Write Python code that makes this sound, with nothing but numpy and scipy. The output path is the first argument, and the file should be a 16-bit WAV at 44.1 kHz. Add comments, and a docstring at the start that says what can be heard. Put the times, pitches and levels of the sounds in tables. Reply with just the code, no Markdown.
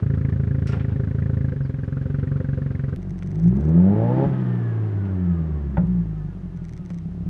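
"""Close to the tailpipe of a parked car, a turbocharged four-cylinder putters at idle: each firing
thumps through the pipe and puffs out gas, and now and then one pops. After a jump to another spot
the engine is revved once: its pulses sweep the pipe's resonances, booming, then rasping near the top.
A softer bang marks the peak, and the revs sink with one backfire. A few small clacks and the
stepping of a lens motor sound close by, over still air."""
import sys
import numpy as np
from scipy import signal
from scipy.io import wavfile
from scipy.ndimage import uniform_filter1d, map_coordinates

SR = 44100
rng = np.random.default_rng(int(sys.argv[2]) if len(sys.argv) > 2 else 0)


def transcribe(u):
    """Save the signal u as a 16-bit wav file named by the first command-line argument.

    u: samples, shape (n,) or (channels, n), limited to [-1, 1]; the rate is SR.
    q: integer samples, one column per channel.
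    """
    v = np.clip(np.atleast_2d(u).T, -1, 1)
    q = np.round(v * 32767).astype(np.int16)
    wavfile.write(sys.argv[1], SR, q)


N = 321489
T = np.arange(N) / SR
CRUISE_RATE = 100  # firings per second

# the pipe's main resonance (frequency [Hz], level [dB])
PIPE_BOOM = [(40, -27), (90, -14.5), (135, -18.5), (158, -7.5), (172, -1), (186, -6), (205, -21.5),
             (230, -29.5), (300, -41), (600, -64)]
# the dull body of a bang or a knock (frequency [Hz], level [dB])
DULL_BODY = [(200, -4.5), (350, 2), (560, 2.5), (680, -5), (820, -3), (1050, -11.5), (1400, -16.5),
             (2000, -26), (4000, -52)]


def amp(db):
    """Decibels to gain."""
    return 10 ** (np.asarray(db) / 20)


def unit(x):
    """Scales to an rms of one."""
    return x / np.sqrt(np.mean(x ** 2) + 1e-20)


def steady(x, size=3500):
    """Scales to a running rms of one."""
    return x / np.sqrt(abs(uniform_filter1d(uniform_filter1d(x ** 2, size), size // 2)) + 1e-16)


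def curves(rows):
    """Each column of a table as a curve in time."""
    s, *columns = np.transpose(rows)
    return [np.interp(T, s, c) for c in columns]


def response(points, hz):
    """Gain of a spectrum at the given frequencies."""
    f, db = np.transpose(points)
    return amp(np.interp(np.log(hz), np.log(f), db))


def colour(x, points, size=8192):
    """Rings x through a causal filter with the given spectrum."""
    hz, db = np.transpose(points)
    f = abs(np.fft.fftfreq(size, 1 / SR)) + 1
    octaves_out = np.maximum(np.log2(f / hz[-1]), 0) + np.maximum(np.log2(hz[0] / f), 0)
    gain = np.maximum(amp(np.interp(np.log(f), np.log(hz), db) - 18 * octaves_out), 1e-5)
    taps = np.fft.ifft(np.exp(signal.hilbert(np.log(gain)).conj())).real[:size // 2]
    return signal.oaconvolve(x, taps)[:len(x)]


def hiss(points):
    """Steady coloured noise."""
    return unit(colour(rng.standard_normal(N), points))


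def drift(rate):
    """A smooth random wobble that changes rate times a second."""
    coarse = map_coordinates(rng.standard_normal(4096), [T[::16] * rate], order=3, mode="wrap")
    return unit(np.interp(T, T[::16], coarse))


def add(mix, s, sound):
    """Mixes a sound in at time s."""
    part = mix[max(round(s * SR), 0):][:len(sound)]
    part += sound[:len(part)]


def pulses(turns):
    """One unit click at each whole turn."""
    return np.diff(np.floor(turns), prepend=np.floor(turns[0]))


def swell(lag, rise_s, fall_s):
    """A smooth rise up to lag zero and a dying fall after it."""
    return np.where(lag < 0, np.exp(-(lag / rise_s) ** 2), np.exp(-abs(lag) / fall_s))


def burst(points, decay, size=12000):
    """A coloured puff of noise that dies away."""
    noise = unit(colour(rng.standard_normal(size), points))
    return noise * np.exp(-T[:size] / decay) * np.minimum(T[:size] / 0.0003, 1)


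def ring(points, size=12000):
    """The answer of a resonator to one push, with a peak of one."""
    wave = colour(signal.unit_impulse(size), points)
    return wave / abs(wave).max()


def modes(rows, size=12000):
    """Dying sines, struck together."""
    t = T[:size]
    return sum(amp(db) * np.sin(2 * np.pi * hz * t) * np.exp(-t / decay) for hz, db, decay in rows)


def effort(law, rate, load):
    """Gain of a layer that follows engine speed and load."""
    base_db, speed_db, load_db = law
    return amp(base_db + speed_db * np.log2(rate / CRUISE_RATE) + load_db * load)


def idle(puff_db=-49, spit_db=-53, hollow_db=-41, puff_spread_db=1.8, hollow_spread_db=2.6):
    """Each firing thumps through the pipe, rings its hollow resonances and pushes out two puffs of gas."""
    # idle speed (time [s], rate [firings/s])
    idle_speed = [(0, 26.85), (.7, 26.92), (.95, 26.13), (1.2, 27.08), (1.5, 26.56), (1.57, 22.67),
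                  (1.8, 21.58), (2.1, 23.2), (2.4, 23.26), (2.95, 22.41)]
    # how hard the engine labours (time [s], share [0-1])
    labouring = [(0, 0.41), (1.48, 0.38), (1.55, 0.15), (2.95, 0.23)]
    # strength of the beats (time [s], level [dB])
    beat_level = [(0, -20.5), (.6, -22.5), (1, -22.5), (1.47, -21.5), (1.56, -25), (1.9, -24.5),
                  (2.2, -22.5), (2.95, -23.5)]
    # a labouring beat, a free-running beat and the escaping gas (frequency [Hz], level [dB])
    deep_beat = [(25, -55.5), (54, -4), (80, 6), (112, 5.5), (138, 1), (165, -3.5), (215, -5.5),
                 (260, -16.5), (325, -24.5), (405, -19.5), (470, -34), (520, -29.5), (620, -52),
                 (1200, -73)]
    free_beat = [(25, -41.5), (46, -3.5), (70, -3.5), (115, -9.5), (139, 10), (175, -14), (215, -15.5),
                 (255, -6), (320, -30.5), (400, -31), (465, -37.5), (525, -25.5), (630, -66), (1200, -67.5)]
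    puff_spectrum = [(300, 15), (700, -3), (900, -4.5), (1200, 0), (1650, -3.5), (2000, -7.5), (2500, -12),
                     (4000, -21.5), (7000, -34.5), (14000, -56)]
    # the tailpipe's hollow upper resonances (frequency [Hz], level [dB], decay [s])
    hollow_modes = [(271.6, -3, 0.066), (400.7, 9.5, 0.0082), (515, -3.5, 0.018)]
    # each cylinder's weaker second push of gas
    # (delay [s], share of the thump [0-1], first ring [dB], second ring [dB], second puff [dB])
    second_push = [(0.0105, 0.36, -2, -2.5, 4.5), (0.01074, 0.76, 1.5, 0.5, -6),
                   (0.0085, 0.032, -2, -3, -7.5), (0.0084, 0.043, 0, 4, -5.5)]
    (rate,), (labour,), (level_db,) = curves(idle_speed), curves(labouring), curves(beat_level)
    firings = .37 + np.cumsum(rate) / SR
    beat = (firings + .3).astype(int)
    lag = ((firings + .3) % 1 - .3) / rate  # seconds from this beat's firing
    chance = np.clip(rng.standard_normal((400, 5)), -1.5, 1.5)
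    size, puff_size, second_size, spit_pitch, spit_size = chance[beat].T
    delay, share, first_db, second_db, second_puff_db = np.array(second_push)[beat % len(second_push)].T
    churn = unit(rng.standard_normal(N) * (.3 + swell(lag - .007, 0.008, 0.026)))
    # the second push feeds the pipe's ringing or cancels it, so the idle burbles
    onsets = .00296 + .00035 * puff_size, delay + .00035 * spit_size
    first, second = (np.diff(1. * (lag > s), prepend=1) > 0 for s in onsets)
    drive = unit(pulses(firings) * amp(.7 * size) + second * share * (1 + .048 * second_size))
    drive += .2 * churn
    thump = unit(labour * colour(drive, deep_beat) + (1 - labour) * colour(drive, free_beat))
    # a labouring engine rings the pipe mostly with the second push
    strain = labour - labour.mean()
    pushes = first * amp(first_db - 9 * strain + hollow_spread_db * size)
    pushes += second * amp(second_db + hollow_spread_db * second_size)
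    hollow = unit(signal.oaconvolve(unit(pushes) + .4 * churn, modes(hollow_modes))[:N])
    # the gas flow builds up over a few milliseconds and never quite stops
    surge = swell(lag - .0041, .0011, .0065)
    surge += amp(second_puff_db) * swell(lag - delay - .003, .0011, .0065)
    flow = .58 + amp(puff_spread_db * puff_size) * surge
    puff = unit(colour(rng.standard_normal(N) * flow, puff_spectrum))
    # the fastest gas whistles hoarsely, at a new pitch each beat, and sags as the puff dies
    sag = 1 - 4 * np.clip(lag - .006, -.01, .01)
    whistle_hz = 1650 * sag * (1 + .045 * spit_pitch + .13 * drift(1300))
    whistle = np.sin(2 * np.pi * np.cumsum(whistle_hz) / SR)
    spit = unit(whistle * amp(puff_spread_db * spit_size) * swell(lag - .0043, .0011, .0071))
    # a free-running engine chuffs a little louder
    chuff = amp(-7 * strain) * (amp(puff_db) * puff + amp(spit_db) * spit)
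    return amp(level_db) * thump + unit(amp(level_db)) * (amp(hollow_db) * hollow + chuff)


def rev(gate=0.12, jitter=0.0088, cut_from_s=4.61, cut_to_s=5.77, hard_from=63, hard_full=122):
    """Firing pulses sweep the pipe's resonances; load and speed make them loud, bright and hard."""
    # engine speed (time [s], rate [firings/s])
    rev_speed = [(2.96, 48.2), (3.25, 45.5), (3.48, 58.5), (3.63, 73.5), (3.8, 88.3), (4.255, 139.5),
                 (4.35, 129.8), (4.65, 116), (5.45, 79.8), (5.8, 63.5), (5.96, 59), (6.12, 52.8),
                 (6.5, 44.5), (6.87, 35.2), (7.08, 32), (7.29, 37)]
    # the pedal is pressed once and let go; the idle control catches the revs (time [s], load [0-1])
    throttle = [(2.96, 0.4), (3.21, 0.2), (3.45, 0.79), (4.255, 0.88), (4.272, 0.24), (4.65, 0.02),
                (5.76, 0.21), (5.99, 0.22), (6.22, 0), (6.85, 0.04), (7.29, 0.5)]
    # each cylinder's pulse (strength [ratio])
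    cylinders = [1.29, 0.33, 1.22, 1.2]
    # the pipe's upper resonances off and on the throttle, and rushing gas (frequency [Hz], level [dB])
    shut_spectrum = [(150, -32.5), (235, -4), (275, 0.5), (320, 1), (364, 5.5), (400, -1.5), (450, -8),
                     (520, -14.5), (640, -14), (800, -18.5), (1000, -34.5), (1600, -45.5)]
    open_spectrum = [(170, -28.5), (250, 6), (325, 12), (360, -1.5), (410, 0.5), (490, 1), (565, -1.5),
                     (640, -3), (760, -9), (870, 10), (980, -15.5), (1700, -23), (3500, -53.5)]
    rush_spectrum = [(400, -4), (800, 5.5), (1300, 1), (1750, 0), (2200, -9), (3000, -16.5), (4200, -25.5),
                     (6500, -40), (10000, -49.5), (15000, -59)]
    # how each layer follows the engine
    # (level coasting at CRUISE_RATE [dB], change per doubling of speed [dB], change at full load [dB])
    boom_law = (-4.5, -0.84, 11.4)
    rasp_law = (-39.5, 8.25, 13.6)
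    rush_law = (-50.5, 10.6, 5.1)
    whine_law = (-50.5, 6, -8)
    valve_law = (-75.5, 30, -2)
    (rate,), load = curves(rev_speed), np.clip(curves(throttle)[0], 0, 1)
    hard = load * np.clip((rate - hard_from) / (hard_full - hard_from), 0, 1)
    firings = np.cumsum(rate) / SR
    even_phase = 2 * np.pi * firings
    firings += jitter * (1 - load) * drift(45)  # less regular with the throttle shut
    beat = firings.astype(int)
    # while the fuel is cut the cylinders pump more evenly
    fuel_cut = uniform_filter1d(1. * ((T > cut_from_s) & (T < cut_to_s)), size=2000)
    lopsided = 1 - .74 * fuel_cut
    imbalance = (np.array(cylinders) / np.mean(cylinders) - 1)[beat % len(cylinders)]
    size = 1 + lopsided * imbalance + .45 * rng.standard_normal(2000)[beat]
    # the lowest harmonics are smooth tones; the pulses carry all the rest
    tones, pulse_lows = low_orders(rate, load, 2 * np.pi * firings, lopsided)
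    edges = steady(size * pulses(firings) - pulse_lows)
    flow = unit(1 - gate + 2 * gate * np.exp(-(firings % 1) / 0.63))
    gas = flow * rng.standard_normal(N)
    boom = colour(edges + .48 * gas, PIPE_BOOM)
    shut_rasp = steady(colour(edges + .85 * gas, shut_spectrum))
    open_rasp = steady(colour(edges + .9 * gas, open_spectrum))
    # as the pulses harden, the rasp gives way to the clean growl
    rasp = (1 - hard) * shut_rasp + hard * .4 * open_rasp
    layers = [(boom, boom_law), (rasp, rasp_law), (flow * hiss(rush_spectrum), rush_law),
              (whine(rate, even_phase), whine_law), (valves(firings), valve_law)]
    roar = sum(effort(law, rate, load) * sound for sound, law in layers)
    return tones + hard * growl(rate, even_phase) + roar


def low_orders(rate, load, phase, lopsided, flutter=0.11, heat=0.071):
    """Low harmonics boom in the cabin. Returns them and the part of the pulse train they replace."""
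    # smooth engine orders, at two firings per turn (order [cycles/turn],
    # level coasting at CRUISE_RATE [dB], change per doubling of speed [dB], change at full load [dB])
    orders = [(2, -21.5, 1.5, 2), (3, -37.5, 22.5, -4.5), (4, -33.5, 3.5, 17), (6, -31.5, 5.5, 13)]
    # the cabin's resonances (frequency [Hz], gain [dB])
    cabin = [(32, -25), (40, -18.5), (47, -15), (59, -6), (84, -3.5), (102, -2), (120, -1), (138, -5),
             (152, 5), (169, 10.5), (181, 4.5), (193, 1.5), (205, -11), (250, -11), (320, -12), (355, -31),
             (395, -13.5)]
    slow_coast = (1 - load) * np.maximum(1 - rate / CRUISE_RATE, 0)
    tones, pulse_lows = np.zeros(N), rate / SR
    for order, *law in orders:
        k = round(order) / 2
        # hot gas under load raises the resonance
        gain = effort(law, rate, load) * response(cabin, k * rate / (1 + heat * load))
        gain *= 1 + k * flutter * (1 + .91 * slow_coast) * drift(22)
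        if k.is_integer():
            pulse_lows += 2 * rate / SR * np.cos(k * phase)
        else:
            gain *= lopsided
        tones += np.sqrt(2) * gain * np.sin(k * phase)
    return tones, pulse_lows


def growl(rate, phase, level_db=-28.3, waver=.16, wander=.17, surge=.21):
    """Hard, unsteady firing pulses sing in the silencer as their harmonics climb through it."""
    # the growl on full throttle (multiple of the firing rate, level [dB])
    harmonics = [(2.5, -1), (3, 0), (4, 0), (4.5, -13), (5, 0), (6, -.5), (6.5, -7), (7, 0), (7.5, -6),
                 (8, -3)]
    # the silencer's resonances (frequency [Hz], gain [dB])
    silencer = [(220, -14), (295, -9), (330, 3), (358, -15), (412, 1.5), (460, -5), (490, -1), (515, -10),
                (550, 0), (592, -2), (625, -13), (660, -6), (710, -8), (740, -16), (800, -10), (838, -4.5),
                (885, -9), (940, -21), (1100, -26)]
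    out = np.zeros(N)
    for k, db in harmonics:
        gain = amp(db) * response(silencer, k * rate) * (1 + waver * drift(45))
        out += gain * np.sqrt(2) * np.cos(k * phase + wander * drift(70))
    return amp(level_db) * (1 + surge * drift(130)) * out


def backfires(lag_s=0.0098, echo_s=0.057, crack_rise_s=0.0042):
    """Fuel lights in the exhaust: a crack rings the silencer's shell, then the pipe booms twice."""
    # bangs (time [s], crack [dB], shell ring [dB], boom [dB], thud [dB], second boom [dB])
    bangs = [(4.250, -45, -48, -13.5, -23.5, -22.5), (5.769, -21, -22.5, -8.5, -26.5, -11.5)]
    # the crack and the low thud (frequency [Hz], level [dB])
    crack_spectrum = [(200, -14), (400, -9), (580, 12.5), (690, -10), (830, 15.5), (1050, -5), (1400, 6.5),
                      (1700, 4), (1950, -14.5), (2300, -15), (3000, -20.5), (5000, -44), (9000, -57.5)]
    thud_spectrum = [(20, -7), (55, 13), (100, -0.5), (160, 1), (300, -10.5), (800, -70)]
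    # ring of the silencer's shell (frequency [Hz], level [dB], decay [s])
    shell_modes = [(585, -7, .014), (812, 0, .009), (890, -2, .009), (1405, -15, .016), (1930, -19, .011)]
    out, boom = np.zeros(N), ring(PIPE_BOOM)
    for s, crack_db, shell_db, boom_db, thud_db, echo_db in bangs:
        crack = amp(crack_db) * burst(crack_spectrum, decay=.008) + amp(shell_db) * modes(shell_modes)
        add(out, s, crack * np.minimum(T[:len(crack)] / crack_rise_s, 1))
        add(out, s + lag_s, amp(crack_db - 11) * burst(DULL_BODY, decay=.042))
        add(out, s + lag_s, amp(boom_db) * boom + amp(thud_db) * ring(thud_spectrum))
        add(out, s + lag_s + echo_s, amp(echo_db) * boom)
    return out


def pops(gap_s=0.00795, first_db=-2):
    """Now and then an idle firing comes out hard: two quick pushes and a hollow pop."""
    # hard firings (time [s], level [dB])
    hard_firings = [(1.5235, -27), (2.057, -34), (2.2305, -28.5), (2.402, -27.5), (2.575, -27.5),
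                    (2.659, -35), (2.926, -29.5)]
    # the pipe's answer to one hard push (frequency [Hz], level [dB])
    pop_spectrum = [(250, -22), (330, -12), (390, 0), (450, -3), (515, 0), (570, -9), (630, -30),
                    (1200, -42)]
    out, push = np.zeros(N), ring(pop_spectrum)
    for s, db in hard_firings:
        add(out, s, amp(db + first_db) * push)
        add(out, s + gap_s, amp(db) * push)
    return out


def whine(rate, phase, pulley_ratio=4.92, flicker_db=2.8, wander=.5):
    """A belt-driven pulley's harmonics slide with the revs and flare in the panels' resonances."""
    # the pulley's tone (harmonic number, level [dB])
    harmonics = [(2, -3), (3, 0), (4, -6), (5, -9), (6, -10), (7, -7), (8, -13)]
    # the panels that radiate it (frequency [Hz], gain [dB])
    panels = [(300, -8), (360, 13), (420, -4), (680, -9), (755, 0), (810, -12), (860, -4), (1020, -15),
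              (1085, -5), (1170, -3), (1205, -5), (1240, 3), (1275, 2), (1345, -16), (1420, 0), (1465, 0),
              (1545, -14), (1670, -1), (1790, -1), (1900, -17), (2170, -10), (2450, -17), (2730, -13),
              (3300, -28), (5000, -50)]
    out = np.zeros(N)
    for k, db in harmonics:
        gain = amp(db + flicker_db * np.clip(drift(32), -2.5, 1))
        tone = np.sin(k * pulley_ratio * phase + wander * drift(60))
        out += gain * response(panels, k * pulley_ratio * rate) * tone
    return out


def valves(firings, spread_db=2.5):
    """Two valves snap shut for each firing, no two equally hard."""
    # clatter of the valve gear (frequency [Hz], level [dB])
    clatter = [(1200, -14.5), (2200, -1), (3200, 9), (4200, -7.5), (6000, -10.5), (10000, -26)]
    size = amp(spread_db * rng.standard_normal(4000))[(2 * firings).astype(int)]
    snaps = size * np.exp(-(2 * firings % 1) / .3)
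    return unit(colour(snaps * rng.standard_normal(N), clatter))


def clacks():
    """Small hard things knock: a bright click, a scuff, a dull thump and ringing metal and body."""
    # knocks (time [s], click [dB], metal [dB], scuff [dB], thump [dB], body [dB], rise [s], decay [s])
    knocks = [(0.6706, -45.5, -51, -41, -58, -57, .0004, 0.015),
              (0.688, -53.5, -63, -42, -43.5, -43, 0.0033, 0.026),
              (0.721, -52, -69, -37.5, -46, -50, .001, 0.0086),
              (0.728, -60.5, -71, -43.5, -35, -39.5, 0.00088, 0.043),
              (0.795, -71, -80, -42.5, -58, -68, 0.0016, 0.015),
              (0.809, -75, -79, -50.5, -57, -58, .001, 0.03),
              (0.893, -75.5, -82, -54.5, -42, -61, 0.01, 0.055),
              (3.224, -62, -81, -38, -40, -66, 0.00064, 0.0036),
              (5.053, -73, -81, -48, -53, -62, .001, 0.011),
              (6.903, -55, -84, -48, -35.5, -70.5, .0005, 0.0064)]
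    # the click and the scuff (frequency [Hz], level [dB])
    click_spectrum = [(1000, -13.5), (2600, -15.5), (4500, -3.5), (5500, -1.5), (7000, -13), (7800, -8.5),
                      (8800, -22), (10800, -18), (12000, -38.5), (15000, -32.5)]
    scuff_spectrum = [(300, 3.5), (800, -1.5), (1100, 4), (1400, 5.5), (1800, 6), (2600, 5), (3600, -5.5),
                      (6000, -32.5), (12000, -44)]
    # ring of a small metal part and of the struck body (frequency [Hz], level [dB], decay [s])
    metal_modes = [(2331, -6, .007), (3391, -5, .005), (5437, 4, .02), (7700, -8, .012), (10800, -18, .006)]
    body_modes = [(775, -10, .025), (1394, 3, .018), (2186, -9, .012), (2826, -9, .012)]
    out = np.zeros(N)
    for s, click_db, metal_db, scuff_db, thump_db, body_db, rise, decay in knocks:
        clack = amp(click_db) * burst(click_spectrum, decay)
        clack += amp(scuff_db) * burst(scuff_spectrum, decay)
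        clack += amp(thump_db) * burst(DULL_BODY, decay)
        clack += amp(metal_db) * modes(metal_modes) + amp(body_db) * modes(body_modes)
        add(out, s, np.minimum(T[:len(clack)] / rise, 1) * clack)
    return out


def lens_motor(gain_db=16, steps_per_s=24, lead_s=.009, lead_db=-6, rattle_db=-14):
    """Each step clicks softly as it starts, then ticks dryly as it stops."""
    # runs of the motor (first step [s], steps [count], relative level [dB])
    runs = [(3.029, 1, -60.5), (3.107, 1, -57.5), (3.1905, 8, -57.5), (3.5686, 4, -59.5), (6.574, 1, -62.5),
            (6.652, 4, -56.5), (6.861, 4, -58)]
    # the dry tick of the lens barrel (frequency [Hz], level [dB])
    barrel = [(1200, -27), (1900, 10.5), (2200, 8.5), (2700, -10.5), (3400, -2.5), (4500, -4.5),
              (5400, -2.5), (6100, 4.5), (7000, -12.5), (7900, -4.5), (9500, -19), (14000, -27)]
    out, tick = np.zeros(N), ring(barrel)
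    for start, count, db in runs:
        for s in start + np.arange(round(count)) / steps_per_s:
            for onset, tick_db in (s - lead_s * rng.uniform(.8, 1.25), db + lead_db), (s, db):
                add(out, onset, amp(tick_db) * (tick + amp(rattle_db) * burst(barrel, decay=.002)))
    return amp(gain_db) * out


def chirp(at_s=1.652, hz=4800, fall_hz_per_s=22000, width_s=.022, level_db=-66):
    """A faint falling chirp just after the idle drops."""
    lag = np.clip(T - at_s, -.1, .1)
    pitch = (hz - fall_hz_per_s * lag) * (1 + .03 * drift(900))
    return amp(level_db) * np.exp(-(lag / width_s) ** 2) * np.sin(2 * np.pi * np.cumsum(pitch) / SR)


def air(level_db=-60):
    """A steady bed of still air and faint hiss."""
    # the background noise (frequency [Hz], level [dB])
    air_spectrum = [(30, -9.5), (200, -4.5), (600, 1), (1800, -8), (3000, -13.5), (4500, -20),
                    (6300, -22.5), (8000, -28.5), (11000, -31), (15000, -62)]
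    return amp(level_db) * hiss(air_spectrum)


def scene(jump_s=2.962, click_db=-34):
    """The idle, a small click at the jump, then the rev, with the small sounds over still air."""
    crossfade = np.clip((T - jump_s) / 0.006, 0, 1)
    engine = (1 - crossfade) * idle() + crossfade * rev()
    add(engine, jump_s, amp(click_db) * ring([(300, -32), (2000, 2), (6000, -11), (13000, -19)]))
    return (engine + pops() + backfires() + clacks() + chirp() + lens_motor() + air())[None]


def record(dry):
    """A steep low-pass trims the highest treble."""
    lowpass = signal.firwin(511, 15800, window=("kaiser", 9), fs=SR)
    return signal.oaconvolve(dry, lowpass[None], "same")


dry = scene()
out = record(dry)
transcribe(out)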